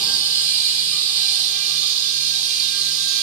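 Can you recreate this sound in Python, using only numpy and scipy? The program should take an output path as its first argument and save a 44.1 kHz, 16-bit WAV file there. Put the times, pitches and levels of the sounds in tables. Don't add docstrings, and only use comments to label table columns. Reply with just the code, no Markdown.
import sys
import numpy as np
from scipy import signal
from scipy.io import wavfile
from scipy.ndimage import uniform_filter1d

SR = 44100
rng = np.random.default_rng(int(sys.argv[2]) if len(sys.argv) > 2 else 0)


def persist_wave(psi):
    counts = np.round(np.clip(psi, -1, 1) * 32767).astype(np.int16)
    wavfile.write(sys.argv[1], SR, np.atleast_2d(counts).T)


N = 142002

# pitch_hz, left_before_db_per_hz, right_before_db_per_hz, left_after_db_per_hz, right_after_db_per_hz
HISS_COLOUR = [(30, -85.5, -86.5, -87, -87), (110, -83.0, -85.0, -87.3, -86.7),
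               (220, -75.8, -77.5, -77, -78.6), (350, -77.6, -78.6, -78.6, -79.8),
               (600, -83, -83.6, -87, -86.8), (1000, -79.5, -80.8, -82.4, -82.4),
               (1500, -82, -83.2, -84.5, -84.3), (2150, -77.5, -76.5, -79, -77.5),
               (2700, -71.4, -63.7, -72.2, -65.2), (3300, -66.8, -55.2, -67.1, -57.3),
               (3800, -58.9, -51.4, -61.8, -50.5), (4400, -56.3, -48.2, -58.3, -49.2),
               (4900, -60.2, -49.6, -60.8, -50.7), (5300, -65.3, -59.5, -68.0, -56.2),
               (5900, -66.5, -63.6, -70.6, -58.4), (6700, -65.9, -67.8, -70.6, -61.1),
               (7200, -67.5, -76.2, -72.3, -71.3), (7800, -65.1, -82.9, -69.5, -80.9),
               (8400, -63.6, -82.0, -66.8, -83.6), (9000, -58.9, -79.1, -62.3, -77.8),
               (9500, -64.1, -79.9, -66.1, -78.2), (9900, -74.1, -76.6, -74.6, -76.9),
               (11200, -78.6, -73.6, -80.5, -73.2), (13400, -82.4, -77.0, -84.8, -78.6),
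               (14400, -88.2, -86.1, -91.0, -84.7), (15500, -93.9, -95.3, -89.1, -88.9)]
# time_s, turned_0_to_1, level_db, extra_left_treble_db
PHONE_TURN = [(0, 0, 0, -2.5), (.55, 0.02, 0, 0.5), (.85, 0, -0.7, 1), (1.2, 0, 0.26, -1.5),
              (1.45, 0.7, -.3, 2), (1.55, .7, -0.24, -3), (2.0, 0.76, 0.2, -1.5), (2.902, 0.9, 0, 2),
              (3.22, 0.63, -0.3, 0.5)]
# pitch_hz, likeness_0_to_1, left_lead_radians
PORT_PAIR = [(150, .9, .05), (800, .4, .2), (1500, .1, .6), (2700, .5, 1.1), (3000, .3, -.8),
             (3450, .75, -2.6), (4200, .8, -2.9), (5000, .75, -.4), (6500, .7, 3.6), (8000, .45, 6.5),
             (9700, .55, 8.5), (12000, .4, 14.)]
# delay_ms, level_db
NEAR_ECHOES = [(1.9, -14), (3.0, -16), (4.8, -20)]
# start_s, end_s, pitch_hz, boost_db
HISS_RIDGES = [(0, .95, 4970, 5), (.05, .85, 4350, 4.5), (.95, 1.9, 3550, 4.5), (.65, 1.75, 4500, 5),
               (1.3, 1.85, 4210, 4), (2.0, 3.22, 5950, 4)]
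# time_s, level_db
BUZZ_CURVES = [
    [(0, -53.5), (.15, -56), (.45, -60), (.88, -69.5), (1.3, -55.5), (1.88, -64.5), (2.2, -70), (2.4, -60),
     (2.6, -70), (3.22, -67.5)],
    [(0, -53.5), (.4, -60.5), (.55, -69), (.89, -74), (.93, -51), (1.3, -63.5), (1.56, -56), (1.8, -53.5),
     (2.3, -63.5), (2.72, -64), (2.75, -51.5), (2.84, -58), (3.22, -58)],
    [(.03, -55.5), (.12, -46), (.22, -58), (.42, -53), (.55, -58.5), (1.08, -63), (1.28, -54.5),
     (1.47, -60.5), (1.57, -53.5), (1.86, -62), (1.9, -64), (2.05, -56), (2.33, -54.5), (2.5, -61),
     (2.72, -55.5), (2.75, -43.5), (2.83, -58), (2.89, -46.5), (2.95, -59), (3.08, -48), (3.22, -51)],
    [(0, -46), (.12, -72), (.4, -56.5), (.54, -46), (.89, -53), (.93, -47), (1.02, -54.5), (1.29, -46),
     (1.46, -60), (1.56, -45.5), (1.9, -51), (2.0, -55.5), (2.3, -49.5), (2.43, -57.5), (2.5, -46),
     (3.1, -57), (3.22, -42)],
    [(.9, -66), (1.0, -53), (1.15, -76), (1.45, -56.5), (1.8, -58.5), (2.3, -66), (2.7, -65), (2.78, -54),
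     (3.0, -64), (3.2, -57)],
]
# multiple_of_sweep_rate, buzz_curve_index, left_minus_right_db, left_lead_radians
BEAM_OVERTONES = [(1, 4, 3, .1), (2, 0, 7, .2), (3, 1, -1, .9), (4, 2, 2, .4), (5, 4, .5, .6),
                  (6, 3, -7, .5), (7, 3, -10, 1.1), (8, 3, -12, -.8)]
OVERTONE_BOOST = [-0.82, 3.8, 1.9, 3.3, -0.077, 4.2, 3, 3]
# pitch_hz, level_db_per_hz
FLAME_COLOUR = [(60, -3), (200, 1.5), (400, -1.5), (700, -9.5), (1100, -2), (1500, -24)]
# time_s, level_db
FLAME_FADE = [(0, -46), (.03, -39.5), (.15, -43), (.18, -48), (.45, -56), (.7, -72)]

PATCH_DB, FLICKER_DB = 0.5, 0.45
TREBLE_HZ, TREBLE_WIDTH_HZ, RIDGE_WIDTH_HZ = 8860, 1200, 56
PHASE_SCATTER, SCATTER_FROM_HZ = 1.0, 3000
ECHO_WANDER_MS = .06
RIPPLE_DB = 2.8
SWEEP_HZ, SWEEP_WANDER = 398.3, .0015
SPUTTER_DB, SPUTTER_HZ = 2.6, 110
FAN_HZ, FAN_DB, FAN_WANDER, FAN_WAVER_DB = 147.4, -55, 0.013, 2.6
LOW_CUT_HZ, EDGE_HZ = 30, 15740


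def gain_of(db):
    return 10 ** (np.asarray(db) / 20)


def evened(x):
    return x / np.sqrt(np.mean(x ** 2) + 1e-20)


def read(table, column, hz):
    rows = np.array(table)
    return np.interp(np.log(hz + 1), np.log(rows[:, 0] + 1), rows[:, column])


def drift(t, top_hz):
    total = 0
    for f in top_hz * np.geomspace(1 / 20, 1, num=24):
        total = total + np.sin(2 * np.pi * (f * t + rng.random())) / np.sqrt(f)
    return evened(total)


def patchy(shape, pitch_steps, time_steps):
    along_pitch = uniform_filter1d(rng.standard_normal(shape), size=pitch_steps, axis=-2)
    return evened(uniform_filter1d(along_pitch, size=time_steps, axis=-1))


def bump(hz, center_hz, width_hz):
    return np.exp(-((hz - center_hz) / width_hz) ** 2)


def spectra(x):
    return signal.stft(x, SR, nperseg=1024, noverlap=768)


def sound(z):
    return signal.istft(z, SR, nperseg=1024, noverlap=768)[1][..., :N]


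def port_noise(hz, a, b):
    same = np.clip(read(PORT_PAIR, 1, hz), 0, 1)[:, None]
    scatter_size = PHASE_SCATTER * np.minimum(hz / SCATTER_FROM_HZ, 1)[:, None] ** 2
    lead = read(PORT_PAIR, 2, hz)[:, None] + scatter_size * patchy(a.shape, 3, 60)
    left = same * a * np.exp(1j * lead) + np.sqrt(1 - same ** 2) * b
    return np.array([left, a])


def near_echoes(hz, t):
    ports = []
    for _ in range(2):
        response = 1
        for delay_ms, db in NEAR_ECHOES:
            wandering_ms = delay_ms + ECHO_WANDER_MS * drift(t, 1.)
            response = response + gain_of(db) * np.exp(-2j * np.pi * np.outer(hz, wandering_ms) / 1000)
        ports.append(response)
    return np.array(ports)


def hiss():
    hz, t, (a, b) = spectra(rng.standard_normal((2, N)))
    z = port_noise(hz, a, b)
    s, turned, level_db, treble_db = np.transpose(PHONE_TURN)
    turn = np.interp(t, s, turned)
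    colour_db = np.array([np.outer(read(HISS_COLOUR, 1 + port, hz), 1 - turn)
                          + np.outer(read(HISS_COLOUR, 3 + port, hz), turn) for port in (0, 1)])
    change_db = PATCH_DB * patchy(z.shape, 14, 16)
    change_db += FLICKER_DB * drift(t, 20.) + np.interp(t, s, level_db)
    change_db[0] += np.outer(bump(hz, TREBLE_HZ, TREBLE_WIDTH_HZ), np.interp(t, s, treble_db))
    for start, end, ridge_hz, ridge_db in HISS_RIDGES:
        fade = np.clip(10 * np.minimum(t - start, end - t) + .5, 0, 1)
        change_db[1] += ridge_db * np.outer(bump(hz, ridge_hz, RIDGE_WIDTH_HZ), fade)
    z *= near_echoes(hz, t)
    return sound(z * gain_of(colour_db + change_db) * np.sqrt(SR / 2))


def workshop(x):
    z = signal.stft(x, nperseg=4096, noverlap=3072)[2]
    gain = gain_of(RIPPLE_DB * patchy(z.shape, 2, 24))
    return signal.istft(z * evened(gain), nperseg=4096, noverlap=3072)[1][:, :N]


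def buzz():
    t, out = np.arange(N) / SR, np.zeros((2, N))
    sweep_hz = SWEEP_HZ * (1 + SWEEP_WANDER * drift(t, 12.))
    phase = 2 * np.pi * np.cumsum(sweep_hz) / SR
    for (multiple, curve, pan_db, lead), boost_db in zip(BEAM_OVERTONES, OVERTONE_BOOST):
        db = np.interp(t, *np.transpose(BUZZ_CURVES[curve])) + boost_db
        db += SPUTTER_DB * drift(t, SPUTTER_HZ)
        sides = gain_of(np.array([[pan_db], [-pan_db]]) / 2)
        start_phase = 2 * np.pi * rng.random() + np.array([[lead], [0]])
        tone = np.sqrt(2) * np.sin(multiple * phase + start_phase)
        out += gain_of(db) * sides / sides.mean() * tone
    return out


def flame():
    common, left, right = rng.standard_normal((3, N))
    hz, _, z = spectra(np.array([common + 0.42 * left, common + .35 * right]))
    low_noise = evened(sound(z * gain_of(read(FLAME_COLOUR, 1, hz))[:, None]))
    s, db = np.transpose(FLAME_FADE)
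    return low_noise * gain_of(np.interp(np.arange(N) / SR, s, db))


def fan():
    t = np.arange(N) / SR
    pitch_hz = FAN_HZ * (1 + FAN_WANDER * drift(t, 6.0))
    phase = 2 * np.pi * np.cumsum(pitch_hz) / SR
    level_db = FAN_DB + FAN_WAVER_DB * drift(t, 29.63)
    return np.sqrt(2) * gain_of(level_db) * np.sin(phase)


def scene():
    return workshop(hiss()) + buzz() + flame() + fan()


def record(dry):
    thin = signal.lfilter(*signal.butter(1, LOW_CUT_HZ, "high", fs=SR), dry)
    treble_cut = signal.firwin(1023, EDGE_HZ, window=("kaiser", 9), fs=SR)
    return signal.oaconvolve(thin, treble_cut[None], "same")


dry = scene()
out = record(dry)
persist_wave(out)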